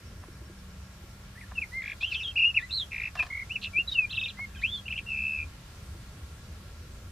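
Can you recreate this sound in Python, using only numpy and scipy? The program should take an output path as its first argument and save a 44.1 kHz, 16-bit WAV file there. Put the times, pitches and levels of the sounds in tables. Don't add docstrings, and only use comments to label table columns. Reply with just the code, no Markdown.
import sys
import numpy as np
from scipy import signal
from scipy.io import wavfile
from scipy.ndimage import uniform_filter1d

SR = 44100
rng = np.random.default_rng(int(sys.argv[2]) if len(sys.argv) > 2 else 0)


def gain_from_decibels(decibels):
    exponent = np.asarray(decibels, float) / 20
    return 10 ** exponent


def waveform_to_disk(signal):
    frames = np.transpose(np.atleast_2d(signal))
    scaled = np.clip(frames, -1, 1) * 32767
    samples = np.round(scaled).astype(np.int16)
    wavfile.write(sys.argv[1], SR, samples)


N = 313900


def at_hz(points, hz):
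    point_hz, level_db = np.transpose(points)
    return np.interp(np.log(hz), np.log(point_hz), level_db)


def in_time(rows, t):
    s, *columns = np.transpose(rows)
    return [np.interp(t, s, c) for c in columns]


def curved(rows, t):
    s, hz = np.transpose(rows)[:2]
    rise = np.diff(hz) / np.diff(s)
    before, after = np.r_[rise[0], rise], np.r_[rise, rise[-1]]
    slope = np.where(before * after > 0, 2 * before * after / (before + after + 1e-9), 0)
    k = np.clip(np.searchsorted(s, t) - 1, 0, len(s) - 2)
    span = s[k + 1] - s[k]
    u = np.clip((t - s[k]) / span, 0, 1)
    step = (hz[k + 1] - hz[k]) * u * u * (3 - 2 * u)
    bend = span * u * (1 - u) * ((1 - u) * slope[k] - u * slope[k + 1])
    return hz[k] + step + bend


def rms_one(x):
    return x / np.sqrt(np.mean(x ** 2) + 1e-20)


def resonance(x, hz, width_hz):
    r = np.exp(-np.pi * width_hz / SR)
    poles = [1, -2 * r * np.cos(2 * np.pi * hz / SR), r * r]
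    return signal.lfilter([(1 - r * r) / 2, 0, (r * r - 1) / 2], poles, x + 1e-18)


def drift(rate):
    r = np.exp(-80 * np.pi * rate / SR)
    white = rng.standard_normal(N // 40 + 2002)
    slow = signal.lfilter([1], [1, -2 * r, r * r], white)[2000:]
    return np.interp(np.arange(N) / 40, np.arange(len(slow)), rms_one(slow))


def swells(rows):
    t = np.arange(N) / SR
    return sum(gain_from_decibels(level_db) * np.exp(-((t - s) / half) ** 2) for s, half, level_db in rows)


def add(out, piece, s):
    i = round(s * SR)
    out[i:i + len(piece)] += piece


# frequency in Hz, likeness from 0 to 1.
LIKENESS = [(95, 1.0), (150, 0.9992), (290, 1), (640, 0.83), (1410, 0.18), (3100, 0.1), (6820, 0.04),
            (15000, 0.015)]


def banded_noise(spectrum, patchy_db):
    lowest, highest = spectrum[0][0], spectrum[-1][0]
    edges = lowest * 2 ** np.arange(0, np.log2(highest / lowest) + .3, 1 / 3)
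    white = rng.standard_normal((2, 2, N))
    out = 0
    for k, (low, high) in enumerate(zip(edges, edges[1:])):
        band = signal.butter(2, [low, high], "band", fs=SR, output="sos")
        mid, side = signal.sosfilt(band, white[k % 2])
        hz = np.sqrt(low * high)
        alike = np.clip(at_hz(LIKENESS, hz), 0, 1 - 2.5e-5)
        gain = gain_from_decibels(at_hz(spectrum, hz) + patchy_db * drift(5.6))
        out = out + gain * (np.sqrt(1 + alike) * mid + np.sqrt(1 - alike) * side * [[1], [-1]])
    return rms_one(out)


# time in seconds, level in dB.
TRAFFIC = [(0, -46), (.8, -48), (3.1, -47.5), (4.2, -46), (5.5, -46.5), (6.2, -45), (7.12, -45.5)]
# frequency in Hz, density in dB per Hz.
RUMBLE = [(20, -14.5), (57, -2), (75, 1.5), (118, -8), (189, -14.5), (270, -22), (600, -27.5), (780, -60)]


def traffic():
    level_db = in_time(TRAFFIC, np.arange(N) / SR)[0] + 0.73 * drift(6.7)
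    return gain_from_decibels(level_db + 0.54) * banded_noise(RUMBLE, patchy_db=1.5)


# middle in seconds, half length in seconds, level in dB.
MOTOR = [(.2, 0.043, -63), (.7, 0.23, -47.5), (1.3, 0.28, -53.5), (2.6, 0.13, -65), (3.65, 0.11, -48.5),
         (4.55, 0.39, -53), (5.25, 0.14, -47.5), (6.05, 0.028, -52), (6.6, 0.082, -57)]


def motor():
    start_hz, rise_hz_per_s, drone_db = 187.7, 2.2, -61.5
    hz = start_hz + rise_hz_per_s * np.arange(N) / SR + 3 * drift(1.71)
    gain = gain_from_decibels(-4.0) * (gain_from_decibels(drone_db) + swells(MOTOR))
    return gain * np.sin(2 * np.pi * np.cumsum(hz) / SR)


# frequency in Hz, width in Hz, level in dB.
WHINES = [
    (1108, 24, -71),
    (1372, 82, -65.5),
    (1631, 27, -71.5),
]


def whines():
    common, own = rng.standard_normal(N), rng.standard_normal((2, N))
    noise = common + 0.31 * own
    return sum(gain_from_decibels(level_db) * rms_one(resonance(noise, hz, width_hz)) for hz, width_hz, level_db in WHINES)


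# time in seconds, level in dB.
HISS_DB = [(0, -56.5), (2, -55), (5, -54.5), (7.12, -55.5)]
# frequency in Hz, density in dB per Hz.
HISS = [(240, -30), (400, -10), (900, -3.5), (1250, -4.5), (1700, -4), (5510, -8.5), (11300, -15.5),
        (16500, -21)]


def hiss():
    return gain_from_decibels(in_time(HISS_DB, np.arange(N) / SR)[0]) * banded_noise(HISS, patchy_db=1.0)


# time in seconds, level in dB.
CRICKET = [(0, -65), (1.85, -71), (2.1, -67), (3.5, -76), (7.12, -90)]


def cricket():
    pitch_hz, first_s, every_s = 5440, 0.076, 0.13
    t = np.arange(N) / SR
    beat = ((t - first_s) / every_s + .5) % 1 - .5
    rough = rms_one(resonance(rng.standard_normal((2, N)), pitch_hz, 60))
    tone = np.sin(2 * np.pi * pitch_hz * t) + 0.69 * rough
    level = gain_from_decibels(in_time(CRICKET, t)[0] + 1.3 * drift(4.2))
    return level * np.exp(-(beat / .17) ** 2) * tone


# time in seconds, level in dB.
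KNOCKS = [
    (.235, -39.5),
    (1.517, -34.5),
    (2.024, -41),
    (4.39, -36),
]
# start in seconds, peak in dB, brightness in dB, length in seconds.
TICKS = [(3.154, -31.5, -4, 0.0056), (3.162, -38.5, -8, 0.011), (3.178, -42, -6, 0.0061),
         (3.189, -33, -15, 0.014), (3.198, -35, -5, 0.0064), (3.207, -42, -2, 0.0059),
         (3.226, -29, -17, 0.0066), (3.232, -37, -0.5, 0.008), (3.25, -43, -8, 0.01),
         (3.264, -39, -10, 0.006), (3.266, -45, 4, 0.0099), (3.29, -50, -6, 0.008)]
# frequency in Hz, width in Hz, level in dB.
CASING = [(423, 160, -13.5), (596, 67, -4.5), (720, 87, 1), (1034, 58, 6.5), (1200, 144, 1),
          (1720, 145, 3.5), (3000, 870, -7.5)]


def ticks():
    rasp, bright = np.zeros((2, N))
    t = np.arange(round(.04 * SR)) / SR
    for (s, level_db, bright_db, length), noise in zip(TICKS, rng.standard_normal((len(TICKS), len(t)))):
        burst = gain_from_decibels(level_db) * noise * t / length * np.exp(1 - 2 * t / length)
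        add(rasp, burst, s - .002)
        add(bright, gain_from_decibels(bright_db) * burst, s - .002)
    for s, level_db in KNOCKS:
        add(rasp, .4 * gain_from_decibels(level_db) * np.hanning(20), s - .003)
        add(rasp, .7 * gain_from_decibels(level_db) * np.hanning(26), s + .002)
    rung = 0
    for k, (hz, width_hz, level_db) in enumerate(CASING):
        rung = rung + (-1) ** k * gain_from_decibels(level_db + 12.5) * resonance(rasp, hz, width_hz)
    scrape = resonance(resonance(resonance(bright, 3900, 2600), 3800, 4300), 3500, 5000)
    return (rung + scrape) * gain_from_decibels(np.array([[-.6], [.6]]))


# time in seconds, peak in dB.
THUDS = [
    (0.284, -39.5),
    (0.417, -44.5),
    (0.498, -41.5),
    (1.039, -46),
    (3.785, -38),
    (4.176, -53),
    (5.95, -47.5),
]


def thuds():
    push = np.zeros(N)
    for s, level_db in THUDS:
        add(push, gain_from_decibels(level_db + 16.5) * np.hanning(60), s)
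    return resonance(push, hz=341, width_hz=45)


# time in seconds, cycles done.
PACE = [
    [(2.045, 0), (2.312, 62)],
    [(2.354, .22), (2.44, 3.25), (2.46, 3.9)],
    [(2.704, -.6), (2.765, 5.8), (2.85, 14.8)],
    [(4.66, 0), (4.805, 20)],
    [(5.058, -4.3), (5.122, .15), (5.164, 3.1), (5.208, 6.05), (5.24, 8.02), (5.269, 10.02), (5.31, 13.01),
     (5.39, 19.01), (5.442, 22.95)],
    [(4.09, 0), (4.32, 30)],
]
# time in seconds, pitch swing in Hz, level swing in dB, unsteadiness in Hz.
VIBRATO = [
    [(2.045, 60, 2.5, 58), (2.09, 120, -1, 80), (2.2, 100, -0.5, 80.7), (2.312, 40.3, 3.5, 40)],
    [(2.354, 264, 1.5, 10), (2.435, 160, 0, 8), (2.452, 3.8, -2.5, 5)],
    [(2.704, 180, 5, 40), (2.76, 170, 4, 25), (2.8, 80, -2.5, 42), (2.85, 30, 12.5, 15)],
    [(4.66, 30, 4, 16), (4.72, 69.5, -1.5, 19), (4.805, 60.7, 1, 15)],
    [(5.058, 18, -6, 12), (5.122, 120, 10, 23), (5.18, 160, 2.5, 16), (5.225, 120, 6, 18),
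     (5.269, 100, 9.5, 25), (5.31, 63, 5, 25), (5.36, 36, 7.5, 16), (5.4, 35, 10.5, 17),
     (5.442, 50, 10, 16)],
    [(4.09, 15, 2.5, 35), (4.2, 15, 1.5, 35), (4.32, 15, 2.5, 40)],
]
# whistle pitch in Hz, octave against the whistle in dB.
OVERTONE = [(1650, -2), (2050, -21), (2300, -37), (2500, -20.5), (2700, -19), (3000, -27.5), (4300, -27.5)]
# time in seconds, change in dB.
BEAK = [
    [(.05, 1.5), (1.3, -20), (1.46, -20), (1.55, -6), (2.19, 5), (2.36, -2), (2.47, -4), (2.545, -2),
     (2.66, 2.5), (3.1, 8), (3.18, 3), (3.22, 4), (3.3, -5), (3.48, -2), (3.55, 2)],
    [(3.6, .1), (3.74, -6), (4.008, -17), (4.022, 5.5), (4.045, -7), (4.1, -4), (4.13, 3), (4.16, -9),
     (4.22, 3), (4.28, 0), (4.32, -5), (4.6, 3), (4.63, -1), (4.7, 0), (4.8, -4), (4.9, -2), (5.45, -2)],
]


def whistle(rows, glide_s=.004, fade_s=.005, shaky=.002):
    t = np.arange(rows[0][0], rows[-1][0] + fade_s, 1 / SR)
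    hz = curved(rows, t)
    level_db = uniform_filter1d(in_time(rows, t)[1], max(1, round(glide_s * SR)), mode="nearest")
    tremor = rms_one(resonance(rng.standard_normal(SR // 2), 160, 250))[:len(t)]
    for pace, shake in zip(PACE, VIBRATO):
        turn = 2 * np.pi * in_time(pace, t)[0]
        swing_hz, swing_db, unsteady_hz = in_time(shake, t)
        on = (t >= shake[0][0]) & (t < shake[-1][0] + fade_s)
        wave = np.sin(turn) - 0.095 * np.cos(2 * turn)
        hz = hz - on * (swing_hz * wave + unsteady_hz * tremor)
        beat = np.cos(turn) + 0.17 * np.cos(2 * turn) - 0.12 * np.sin(2 * turn)
        level_db = level_db + on * swing_db * beat
    phase = 2 * np.pi * np.cumsum(hz * (1 + shaky * tremor)) / SR
    edge = np.clip(np.minimum(t - t[0], t[-1] - t) / fade_s, 0, 1)
    usual_db, octave_lag, flicker_db = -42.5, 0.63, 4
    effort_db = octave_lag * np.maximum(level_db - usual_db, 0)
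    beak_db = in_time(BEAK[0] + BEAK[1], t)[0]
    octave = gain_from_decibels(at_hz(OVERTONE, hz) - effort_db + beak_db + flicker_db * (tremor - 0.85))
    return np.sqrt(2) * gain_from_decibels(level_db) * edge ** 2 * (np.sin(phase) + octave * np.sin(2 * phase))


# time in seconds, pitch in Hz, level in dB.
LEAD_IN = [
    [(1.352, 1720, -52), (1.366, 1800, -57), (1.383, 1990, -50), (1.398, 2040, -58)],
    [(1.408, 2630, -37), (1.416, 2070, -49), (1.426, 1890, -52), (1.441, 1720, -52)],
    [(1.549, 2970, -53), (1.562, 2750, -50), (1.574, 2680, -42.5), (1.586, 2592, -32.5), (1.595, 2570, -47),
     (1.601, 2450, -53)],
    [(1.609, 2960, -50), (1.616, 2700, -43), (1.622, 2460, -31), (1.628, 2330, -33.5), (1.636, 2175, -36),
     (1.643, 2060, -40)],
]
# time in seconds, pitch in Hz, level in dB.
OPENING = [
    [(2.006, 2430, -36), (2.025, 2520, -43), (2.033, 2640, -32.5), (2.046, 2800, -31.5),
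     (2.055, 2960, -38.5), (2.085, 3130, -39), (2.112, 2880, -47), (2.123, 2644, -31.5), (2.133, 2310, -44)],
    [(2.136, 2450, -38), (2.157, 2640, -37), (2.168, 2710, -48)],
    [(2.142, 3700, -27), (2.155, 3190, -40), (2.19, 3050, -39.5), (2.215, 2564, -42.5), (2.228, 2750, -41)],
    [(2.228, 3890, -39.5), (2.25, 3314, -37), (2.28, 3200, -33), (2.312, 3176, -51)],
    [(2.354, 2644, -35), (2.385, 2665, -28.5), (2.415, 2660, -30.5), (2.44, 2633, -24.5),
     (2.455, 2834, -28.5), (2.472, 2815, -29.5), (2.482, 2856, -29.5), (2.5, 2856, -33.5),
     (2.506, 2660, -37)],
    [(2.54, 2340, -36), (2.558, 2934, -40.5), (2.568, 2750, -28.5), (2.576, 2494, -20.5),
     (2.585, 2195, -30.5), (2.605, 1720, -50), (2.635, 1986, -38.5), (2.665, 2030, -53)],
    [(2.704, 3640, -44.5), (2.73, 4085, -33.5), (2.755, 4260, -33), (2.79, 3896, -31.5),
     (2.825, 3284, -38.5), (2.85, 3210, -60)],
]
# time in seconds, pitch in Hz, level in dB.
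MIDDLE = [
    [(3.17, 2750, -49), (3.19, 2700, -36.5), (3.197, 2563, -29.5), (3.205, 2400, -26.5), (3.213, 2510, -27),
     (3.222, 2560, -32.5), (3.232, 2440, -48), (3.24, 2340, -64)],
    [(3.492, 2120, -48), (3.51, 2660, -38), (3.535, 2980, -45), (3.553, 2950, -41), (3.561, 2640, -30.5),
     (3.567, 2310, -37)],
    [(3.73, 2330, -46), (3.745, 2330, -39), (3.76, 2360, -30.5), (3.775, 2530, -24), (3.783, 2615, -32.5),
     (3.792, 2726, -26), (3.805, 2797, -35), (3.815, 2724, -36)],
    [(3.922, 3130, -54), (3.947, 2980, -39.5), (3.953, 2870, -34), (3.965, 2730, -34.5),
     (3.982, 2670, -28.5), (3.992, 2588, -26.5), (4.003, 2576, -32), (4.015, 2503, -32.5),
     (4.035, 2453, -32), (4.055, 2360, -35.5)],
]
# time in seconds, pitch in Hz, level in dB.
CLOSING = [
    [(4.613, 1550, -46), (4.625, 2076, -42), (4.64, 2434, -24.5), (4.65, 2650, -31), (4.66, 2800, -39.5),
     (4.69, 3295, -40.5), (4.73, 3522, -38.5), (4.77, 3456, -35.5), (4.805, 3220, -53)],
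    [(5.058, 2756, -52), (5.09, 2728, -42), (5.13, 2570, -44.5), (5.18, 2510, -38), (5.23, 2550, -40.5),
     (5.28, 2576, -43), (5.36, 2540, -40.5), (5.41, 2456, -43), (5.434, 2435, -44)],
]


def free_notes():
    return LEAD_IN + OPENING + MIDDLE + CLOSING


# start in seconds, length in seconds, top in Hz, peak in dB, end under the peak in dB.
HOOKS = [
    (1.713, 0.1, 2117, -33.5, -1),
    (4.366, 0.089, 2198, -36, -4),
]
# share of length, share of top pitch, level under the peak in dB.
HOOK_SHAPE = [
    (0, .892, -23),
    (.29, 0.96, -4.5),
    (.62, 1.0, -0.5),
]


def hooks():
    return [[(s + u * length, top * share, db + under) for u, share, under in HOOK_SHAPE + [(0.97, 0.97, end_db)]]
            for s, length, top, db, end_db in HOOKS]


def trill(shape, repeats, out):
    low_hz = shape[-1][1]
    for s, change_db, reach, stretch in repeats:
        rows = [(t * stretch, low_hz + reach * (hz - low_hz), level_db) for t, hz, level_db in shape]
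        syllable = gain_from_decibels(change_db) * whistle(rows, glide_s=0.0024, fade_s=0.0011, shaky=0.013)
        add(out, syllable, s - (stretch - 1) * .004)


def syllables(effort, first_s, gap_s, growth_s, longest_s, count):
    gaps = np.minimum(gap_s + growth_s * np.arange(count - 1), longest_s)
    s = first_s + np.r_[0, np.cumsum(gaps)]
    return zip(s, *in_time(effort, s))


# seconds after its start, pitch in Hz, level in dB.
PURR = [(0, 2560, -42.5), (.003, 2346, -32), (.007, 1930, -50), (.011, 1694, -52), (.017, 1668, -55)]
# time in seconds, change in dB, pitch reach, stretch in time.
PURR_EFFORT = [
    (1.829, 1, 0.71, 1.1),
    (1.875, 3.5, 0.96, 1.01),
]


def purr(out):
    trill(PURR, syllables(PURR_EFFORT, first_s=1.82, gap_s=.019, growth_s=.0002, longest_s=.02, count=6), out)


# start in seconds, length in seconds, centre in Hz, width in Hz, level in dB.
HUSK = [(1.997, 0.052, 3540, 910, -43.5), (2.095, 0.069, 3940, 1500, -49), (2.194, 0.05, 5100, 1500, -58),
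        (2.36, 0.048, 4600, 910, -57), (3.609, 0.053, 3760, 1200, -46), (3.887, 0.081, 4170, 1800, -50.5),
        (4.606, 0.03, 3770, 700, -49)]


def husk(out):
    for (s, length, hz, width_hz, level_db), air in zip(HUSK, rng.standard_normal((len(HUSK), SR // 10))):
        air = rms_one(resonance(resonance(air, hz, width_hz), hz, width_hz))[:round(length * SR)]
        add(out, gain_from_decibels(level_db) * air * np.hanning(len(air)), s)


# start in seconds, length in seconds, from Hz, to Hz, level in dB.
WISPS = [(2.305, 0.014, 2880, 2670, -57), (2.693, 0.0154, 2800, 2583, -50.5),
         (4.545, 0.013, 2590, 2430, -52), (4.555, 0.018, 1720, 1537, -55.5),
         (4.556, 0.044, 3240, 3000, -54.5), (4.587, 0.015, 2570, 2490, -52), (4.738, 0.03, 4550, 4420, -58),
         (4.768, 0.018, 4300, 4100, -56), (2.127, 0.011, 4570, 4480, -49)]


def wisps():
    return [[(s, a, db), (s + length, b, db + 2)] for s, length, a, b, db in WISPS]


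# seconds after its start, pitch in Hz, level in dB.
RATTLE = [(0, 2700, -42), (.002, 2700, -35), (.0045, 2470, -32), (.007, 2150, -37), (.011, 1670, -55)]
# time in seconds, change in dB, pitch reach, stretch in time.
RATTLE_EFFORT = [(2.909, -18, 0.87, 1.2), (2.918, -2, 0.89, 0.92), (2.945, 1, 0.76, 0.97),
                 (2.962, 2, 0.79, 0.87), (2.98, -0.5, 0.89, 0.93), (3.0, 3, 0.7, 1.04),
                 (3.035, 0, 0.93, 1.25), (3.054, 0, 0.93, 1.32), (3.073, -2.5, 0.9, 1.24)]


def rattle(out):
    trill(RATTLE, syllables(RATTLE_EFFORT, first_s=2.909, gap_s=.008, growth_s=.0032, longest_s=.0188, count=11), out)


# start in seconds, half turn in seconds, low in Hz, high in Hz, level in dB.
WARBLES = [
    (3.298, .0116, 1976, 2186, -39.5),
]


def warbles():
    count = 12
    top_db, edge_db, hold_db = 7.3, -6.5, -25
    top_creep_hz, low_creep_hz = 9.7, -2
    k = np.arange(count + 1)
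    side = -(-1.) ** k
    middle = np.abs(np.sin(np.pi * k / count))
    notes = []
    for s, half, low, high, db in WARBLES:
        creep_hz = np.where(side > 0, top_creep_hz, low_creep_hz) * k * (k < count - 1)
        hz = np.where(side > 0, high, low) + creep_hz
        turn_s = s + half * k - .0001 * np.where(side < 0, 1, .6) * middle ** 2
        turns = np.transpose([turn_s, hz, db + top_db * side + edge_db * (1 - middle) ** 2])
        rises = (turns[:-1:2] + turns[1::2]) / 2 + [0, 3, 5.5]
        notes.append(np.insert(turns, k[1::2], rises, axis=0))
        turns[:, 2] += -1.5 * (1 - middle)
        for turn in turns[2:-1:2]:
            notes.append([turn + [-half / 4, 0, hold_db - 3],
                          turn + [half * 0.24, 0, hold_db + 1.5],
                          turn + [half * .55, 0, hold_db + 2]])
    return notes


# seconds after its start, pitch in Hz, level in dB.
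BUZZ = [(0, 4250, -46), (.002, 4230, -34.5), (.005, 3170, -39.5), (.008, 2550, -33)]
# time in seconds, change in dB, pitch reach, stretch in time.
BUZZ_EFFORT = [
    (3.613, -12, 0.96, 1.1),
    (3.636, 2, 1.05, 1.2),
    (3.668, -6.5, 0.2, 1.01),
]


def buzz(out):
    trill(BUZZ, syllables(BUZZ_EFFORT, first_s=3.613, gap_s=.0122, growth_s=.0008, longest_s=.015, count=5), out)


# start in seconds, length in seconds, top in Hz, end in Hz, peak in dB.
DIPS = [
    (3.872, 0.0268, 3944, 3510, -27.5),
    (3.91, 0.032, 3796, 3600, -30.5),
]


def dips():
    return [[(s, top - 95, db - 17), (s + 0.47 * length, top, db), (s + length, end, db - 18)]
            for s, length, top, end, db in DIPS]


# start, climb and stay on top in seconds, top in Hz, level in dB.
ARCHES = [
    (4.092, 0.022, 0.0047, 4104, -40),
    (4.139, .018, 0.0041, 3950, -38.5),
    (4.183, 0.012, 0.011, 3770, -38.5),
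    (4.229, .01, 0.013, 3720, -37.5),
    (4.276, .01, .005, 4030, -41),
]
# fall in seconds, end in Hz, change at its end in dB.
ARCH_FALLS = [
    (0.015, 2610, 3),
    (0.012, 2800, 5),
    (0.0098, 2510, 4),
    (.01, 2490, 5),
    (0.02, 2480, -13),
]


def arches():
    foot_hz, sag_hz = 2750, 60
    notes = []
    for (s, climb, stay, top, db), (fall, end, end_db) in zip(ARCHES, ARCH_FALLS):
        leave = s + climb + stay
        notes.append([(s, foot_hz, db - 11), (s + climb / 2, (foot_hz + top) / 2, db - 3.5),
                      (s + climb, top, db), (leave, top - sag_hz, db),
                      (leave + fall / 2, (top + end) / 2, db - 0.5), (leave + fall, end, db + end_db)])
    return notes


# start in seconds, length in seconds, from Hz, to Hz, level in dB.
HOLDS = [
    (4.103, .013, 2640, 2640, -48),
    (4.133, 0.018, 2640, 2790, -36.5),
    (4.172, 0.018, 2556, 2726, -33.5),
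    (4.214, .026, 2500, 2670, -36.5),
    (4.266, .016, 2520, 2380, -41),
    (4.269, .022, 2720, 2680, -45),
]


def holds():
    return [[(s, a, db - 2.5), (s + 0.59 * length, (a + b) / 2, db), (s + length, b, db - 13)]
            for s, length, a, b, db in HOLDS]


# start in seconds, length in seconds, from Hz, to Hz, level in dB.
CLIMBS = [
    (4.853, 0.033, 2660, 3130, -48),
    (4.898, 0.025, 2354, 3114, -41),
    (4.953, 0.026, 2550, 3180, -42.5),
]


def climbs():
    return [[(s, a, db + 1.5), (s + length / 2, (a + b) / 2, db), (s + length, b, db + 1.5)]
            for s, length, a, b, db in CLIMBS]


# seconds after its start, pitch in Hz, level in dB.
FLICK = [
    (0, 3280, -33.5),
    (.004, 2535, -28.5),
    (.009, 2200, -42),
]
# start in seconds, change in dB, pitch reach, stretch in time.
FLICKS = [
    (4.88, -5.5, 0.72, 1.01),
    (4.923, -2.5, 0.84, 1.01),
    (4.936, -6.5, 0.84, 1.01),
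    (4.976, -5, 0.96, 1.01),
    (4.987, -4, 0.95, 1.01),
]


def flicks(out):
    trill(FLICK, FLICKS, out)


def thrush():
    out = np.zeros(N)
    notes = free_notes() + hooks() + wisps() + warbles() + dips() + arches() + holds() + climbs()
    for rows in notes:
        add(out, whistle(rows), rows[0][0])
    for part in (purr, rattle, buzz, flicks, husk):
        part(out)
    return out


ECHO_MS = [1.91, 2.46, 4.39, 5.24, 5.73, 6.81, 7.29, 7.95, 8.32, 10.0, 13.6]
ECHO_STRENGTHS = [0.12, 0.19, -0.2, -0.13, 0.21, 0.023, 0.18, 0.23, -0.14, 0.079, 0.19]
# frequency in Hz, width in Hz, level in dB.
HOLLOW = [
    (2640, 48.4, 7),
    (2800, 51, 1.5),
]


def rocks(x):
    taps = np.zeros(round(.02 * SR))
    taps[0] = 1
    for delay_ms, strength in zip(ECHO_MS, ECHO_STRENGTHS):
        taps += strength * np.sinc(np.arange(len(taps)) - delay_ms / 1000 * SR)
    echoed = signal.oaconvolve(x, taps)[:N]
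    near = echoed + sum(gain_from_decibels(level_db) * resonance(x, hz, width_hz) for hz, width_hz, level_db in HOLLOW)
    scatter_db, t60_s = -9, .12
    t = np.arange(round(.2 * SR)) / SR
    tails = rng.standard_normal((2, len(t))) * gain_from_decibels(-60 * t / t60_s) * np.clip(t / 0.00034, 0, 1)
    tails = gain_from_decibels(scatter_db) * tails / np.sqrt(np.sum(tails ** 2, axis=1, keepdims=True))
    lean = .12 * resonance(near, 4030, 1200) * [[-1], [1]]
    return near * gain_from_decibels(np.array([[.3], [-.3]])) + lean + signal.oaconvolve(x[None], tails, axes=1)[:, :N]


# middle in seconds, half length in seconds, level in dB.
GUSTS = [
    (1.72, 0.07, -62),
    (2.85, .04, -65),
    (5.902, 0.1, -66),
]


def gusts():
    return swells(GUSTS) * rms_one(resonance(rng.standard_normal((2, N)), 8000, 6000))


def scene():
    song = rocks(thrush())
    gear = ticks() + thuds()
    far = traffic() + motor() + whines()
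    return song + gear + cricket() + gusts() + far + hiss()


def roll_off(x):
    return signal.sosfilt(signal.butter(12, 15900, fs=SR, output="sos"), x)


def record(dry):
    top_cut = signal.cheby2(10, 50, 15960, fs=SR, output="sos")
    mix = signal.sosfilt(top_cut, dry)
    return roll_off(mix)


dry = scene()
out = record(dry)
waveform_to_disk(out)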